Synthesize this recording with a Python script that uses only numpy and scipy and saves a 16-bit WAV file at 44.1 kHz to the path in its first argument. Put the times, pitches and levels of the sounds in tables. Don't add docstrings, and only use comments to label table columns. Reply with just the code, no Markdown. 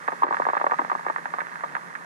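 import sys
import numpy as np
from scipy.fft import rfft, irfft, next_fast_len
from scipy.io import wavfile
from scipy.ndimage import uniform_filter1d, minimum_filter1d

SR = 44100
rng = np.random.default_rng(int(sys.argv[2]) if len(sys.argv) > 2 else 0)


def store_pcm(level_fs):
    pcm = np.round(np.clip(level_fs, -1, 1) * 32767).astype(np.int16)
    wavfile.write(sys.argv[1], SR, np.atleast_2d(pcm).T)


N = 90404
TIME = np.arange(N) / SR
FFT_SIZE = next_fast_len(N + SR // 2)
FREQS = np.maximum(np.arange(FFT_SIZE // 2 + 1) * SR / FFT_SIZE, 1)


def from_db(db):
    return 10 ** (np.asarray(db) / 20)


def unit_rms(x):
    return x / np.sqrt(np.mean(x ** 2) + 1e-20)


def fader(points):
    return from_db(np.interp(TIME, *np.transpose(points)))


def pan(right_db):
    return from_db(right_db * np.array([[-.5], [.5]]))


def eq(points, hz=FREQS):
    points_hz, db = np.transpose(points)
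    return from_db(np.interp(np.log(hz), np.log(points_hz), db))


def lowpass(cutoff_hz, order=6):
    return 1 / np.sqrt(1 + (FREQS / cutoff_hz) ** (2 * order))


def resonance(hz, width_hz):
    return 1 / (1 + 1j * (FREQS ** 2 - hz ** 2) / (FREQS * width_hz))


def filtered(x, response):
    return irfft(rfft(x, FFT_SIZE) * response, FFT_SIZE)[..., :N]


def stereo_noise(colour, correlation=0.067):
    white = rng.standard_normal((3, N))
    wide = np.sqrt(1 - correlation) * white[:2] + np.sqrt(correlation) * white[2]
    return unit_rms(filtered(wide, eq(colour)))


def rumble_and_hum(rumble_db=-48.5, hum_width_hz=11.3):
    # pitch_hz, level_db
    hum_tones = [(147, -65), (173, -58)]
    # freq_hz, gain_db
    colour = [(20, -19), (50, -19.5), (108, -47), (126, -24), (145, 2.5), (190, -0.5), (240, 2.5),
              (350, -4.5), (600, -3), (1200, -1), (2500, -42)]
    # time_s, gain_db
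    swell = [(0, -2.5), (.3, 3), (.7, -3), (.85, 2), (1.1, 1), (1.45, 0.5), (1.58, -3), (1.73, 2.5),
             (1.81, -3.5), (1.87, 1), (1.95, -2.5), (2.05, -2.5)]
    hum = np.zeros((2, N))
    for hz, db in hum_tones:
        band = filtered(rng.standard_normal((2, N)), resonance(hz, hum_width_hz) ** 2)
        hum += from_db(db) * unit_rms(band)
    rumble = from_db(rumble_db) * stereo_noise(colour)
    return (rumble + hum) * fader(swell)


def hiss(level_db=-55.5):
    # freq_hz, gain_db
    colour = [(300, -4.5), (2000, 11), (3300, -1.5), (4800, -3.5), (6200, 0.5), (8000, -3), (10200, -3),
              (12000, -11), (13700, -16), (14900, -31)]
    # time_s, gain_db
    ride = [(0, 1.5), (.225, 1.5), (.245, -2), (.3, -4), (.34, 0.5), (.5, -0.5), (1.2, 1), (2.05, 0.5)]
    return from_db(level_db) * stereo_noise(colour) * pan(right_db=2) * fader(ride)


def crackle(ticks_per_s=350, spread_db=1.5, wash_db=1):
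    # time_s, level_db
    ride = [(0, -20.5), (.2, -19.5), (.35, -16.5), (.75, -19), (1.1, -20), (1.45, -20), (1.7, -20),
            (2.05, -22.5)]
    # freq_hz, gain_db
    colour = [(200, -4.5), (400, 2), (700, -6), (1000, -2.5), (1400, 1.5), (1900, 6.5), (2400, 5.5),
              (3300, 9.5), (8000, 0)]
    onsets = rng.random(N) < ticks_per_s / SR
    accents_db = spread_db * np.minimum(rng.exponential(1, N), 4)
    ticks = unit_rms(onsets * from_db(accents_db) * rng.choice([-1, 1], N))
    wash = from_db(wash_db) * rng.standard_normal(N)
    return filtered(unit_rms(ticks + wash) * fader(ride), eq(colour))


def fizz():
    # time_s, level_db
    ride = [(0, -67), (.29, -65), (.35, -60), (.45, -65), (.62, -71), (.72, -63), (.95, -64), (1.2, -78),
            (2.05, -83)]
    # freq_hz, gain_db
    colour = [(1500, -20), (3200, -6), (6000, -4), (8000, -11), (12000, -25)]
    return stereo_noise(colour) * fader(ride)


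def knocks(echo_db=-7.5, echo_t60_s=0.066, echo_rise_s=0.001, trim_db=-0.24):
    # start_s, level_db, bass_db, treble_db
    hits = [(0.0787, 16.5, -6, 9.5), (0.083, 29.5, -2.5, -11), (0.0897, 10.5, -3, 6),
            (0.1199, 17.5, -2, -1), (0.1255, 17.5, 5, -13), (0.1325, 15, 4.5, -8), (0.2216, 29, -7, -25),
            (0.2327, 40.5, -23, -15.5), (0.237, 35, -23, -17), (0.2467, 21, 9, -8), (0.267, 20.5, 5.5, -9),
            (0.2805, 18, -3, -6), (0.2869, 13.5, 12, 5.5), (0.3085, 27.5, -0.5, -24),
            (0.3253, 24.5, -25, -4.5), (0.3351, 21, 0.5, -32), (0.3441, 23, -6, 1), (0.3688, 21.5, -22, 3),
            (0.3993, 28.5, 6, -35), (0.4202, 25, -19.5, -4), (0.4526, 19, -3, 3.5), (0.467, 31, -3, -32),
            (0.487, 28, 1, -7.5), (0.4898, 13, 3, 7), (0.4993, 22, -2, -5), (0.5329, 27, 0.5, -11),
            (0.536, 17.5, -7, 4.5), (0.5515, 21, -9, -1), (0.568, 27.5, -2, -12), (0.573, 20, -20, 2),
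            (0.5773, 12, -11, 11.5), (0.5987, 18, -3, -10), (0.605, 16, -5, -17), (0.6134, 27.5, -1, -9),
            (0.6415, 29, 2, -23), (0.6662, 29.5, 2, -7.5), (0.6977, 16.5, -2, -14), (0.711, 15, 1, 8.5),
            (0.7187, 28.5, -1.5, -4.5), (0.723, 18, 6, -1), (0.735, 24.5, -4, -14), (0.742, 17, -17, -1),
            (0.787, 12, 0, 12), (0.792, 30, -11, -12), (0.7965, 17, 4, -2), (0.806, 11, 10, -13),
            (0.8165, 21.5, 3, -8), (0.848, 19.5, 1.5, -2), (0.8796, 4, 12, 4), (0.899, 23.5, -30, -2.5),
            (0.916, 27.5, -5.5, -10.5), (0.929, 16, 3, -1), (0.9512, 24.5, -6, -10), (0.985, -1, -8, 13),
            (0.9937, 15.5, -7, -8), (1.0098, 8.5, -29, 4), (1.0537, 14, -9, -16), (1.0647, 25, 2, -8.5),
            (1.069, 12, 8, 2), (1.084, 10, 9, 11), (1.086, 10.5, 6, 5), (1.0987, 24.5, 0, -9),
            (1.102, 20.5, -1, -6), (1.1612, 22, -16, 2.5), (1.183, 15.5, 0.5, 2), (1.256, 20, -7, 2),
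            (1.25704, 17, -7, 2), (1.3377, 22.5, -8, -2), (1.3405, 18, 1.5, -1), (1.3846, 19, 0.5, -0.5),
            (1.3906, 20, -20, -4), (1.4047, 6.5, -9.0, 17.5), (1.409, 6.5, 3, 17.5), (1.417, 15, 3, 2.5),
            (1.4689, 6.5, 3, 12.5), (1.557, 11, -21, 8.5), (1.6081, 10.5, -23, 0.5), (1.636, 18.5, 1.5, -4),
            (1.63775, 16, 2, -4), (1.6416, 22.5, -5.5, -9.5), (1.7518, 17, -13, 10.5),
            (1.7532, 14.5, -4, -4), (1.766, 19.5, -15, 0), (1.953, 8.5, -26, 14.5), (1.957, 6.5, -14, 10)]
    size, preroll = 8192, 1024
    hz = np.maximum(np.arange(size // 2 + 1) * SR / size, 1)
    t = np.maximum(np.arange(size) - preroll, 0) / SR
    tail = np.exp(-np.log(1000) * t / echo_t60_s) * (1 - np.exp(-t / echo_rise_s))
    tail *= from_db(echo_db) / np.sqrt(np.sum(tail ** 2))
    out = np.zeros(N + 2 * size)
    for start_s, level_db, bass_db, treble_db in hits:
        click = tail * rng.standard_normal(size)
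        click[preroll] += 1
        tone = eq([(523, bass_db), (910, 0), (1113, 0), (1520, treble_db), (4030, treble_db + 2.5)], hz)
        cracks = from_db(0.21 * treble_db) * splinters(hz, preroll / SR)
        spectrum = (rfft(click) * tone + cracks) * bass_lag(hz, bin_hz=SR / size)
        start = int(start_s * SR)
        out[start:start + size] += from_db(level_db + trim_db) * irfft(spectrum, size)
    return out[preroll:preroll + N]


def splinters(hz, knock_s, count=4, gap_s=0.002465, span_s=0.008, level_db=-11.5, fade_db=20):
    # freq_hz, gain_db
    colour = [(300, -2.5), (900, -2.5), (1600, 7), (2200, 4.5), (3500, 12.5), (5000, 13)]
    progress = (np.arange(count) + rng.random(count)) / count
    strengths = rng.choice([-1, 1], count) * from_db(level_db - fade_db * progress)
    times_s = knock_s + gap_s + span_s * progress
    impulses = np.exp(-2j * np.pi * np.outer(times_s, hz))
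    return strengths @ impulses * eq(colour, hz)


def bass_lag(hz, bin_hz, lag_s=0.00464, typical_knee_hz=494.6):
    knee_hz = typical_knee_hz * np.exp(0.17 * rng.uniform(-1.1, 1))
    delay_s = lag_s / (1 + (hz / knee_hz) ** 3)
    return np.exp(-2j * np.pi * np.cumsum(delay_s) * bin_hz)


def thuds(rise_s=0.0031, low_cut_hz=175):
    # start_s, pitch_hz, level_db
    flexes = [(0.2393, 337, -23), (0.253, 266, -33.5), (0.286, 338, -31), (0.314, 326, -36),
              (0.403, 370, -35.5), (0.793, 329, -28.5), (0.800, 253, -39), (0.822, 276, -36.5),
              (0.845, 200, -39), (0.921, 321, -38.5), (1.067, 327, -37)]
    out = np.zeros(N)
    for start_s, pitch_hz, level_db in flexes:
        t = np.maximum(TIME - start_s, 0)
        envelope = t / rise_s * np.exp(1 - t / rise_s)
        out += from_db(level_db) * envelope * np.sin(2 * np.pi * pitch_hz * t)
    return filtered(out * pan(right_db=2), 1 - lowpass(low_cut_hz))


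def housing(x):
    # pitch_hz, width_hz, left_gain, right_gain
    modes = [(390, 122, 0.069, -0.0079), (481, 55, -0.097, 0.21), (603, 64, 0.25, 0.077),
             (771.5, 127.5, 0.081, 0.34), (855, 119, 0.32, -0.23), (917, 78.7, 0.64, -0.053),
             (1102, 222, -0.54, 0.79), (1249, 36, 0.15, -0.54), (1496, 197, -0.06, 0.12),
             (1620, 120, 0.15, -0.027), (1758, 641, 0.0036, -0.2634), (1840, 96, 0.085, -0.094),
             (2340, 1450, -0.0252, 0.039), (2624, 210, 0.0095, -0.0314), (2550, 230, -0.0167, 0.021),
             (2840, 470, 0.0234, -0.015)]
    # freq_hz, gain_db
    wall = [(60, -9), (120, -13), (250, -1.5), (500, 1.5), (1000, 0.4), (2000, 2.1), (2550, 0.5),
            (3300, -1.5), (4500, 0), (8000, -7), (14000, -49)]
    ring = sum(resonance(hz, width_hz) * np.array([[left], [right]]) for hz, width_hz, left, right in modes)
    return filtered(x, ring * eq(wall))


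def scene():
    blows = filtered(knocks(), lowpass(cutoff_hz=3340))
    return housing(blows + crackle()) + thuds() + rumble_and_hum() + hiss() + fizz()


def record(dry):
    threshold_db, release_db_per_s, window_s = -4, 52, 0.00076
    window = int(window_s * SR)
    peak_db = 20 * np.log10(np.abs(dry).max(axis=0) + 1e-9)
    over_db = np.maximum(peak_db - threshold_db, 0)
    release_db = release_db_per_s * TIME
    reduction_db = np.maximum.accumulate(over_db + release_db) - release_db
    gain_db = uniform_filter1d(minimum_filter1d(-reduction_db, window), window)
    return filtered(dry * from_db(gain_db), lowpass(cutoff_hz=14800, order=80))


dry = scene()
out = record(dry)
store_pcm(out)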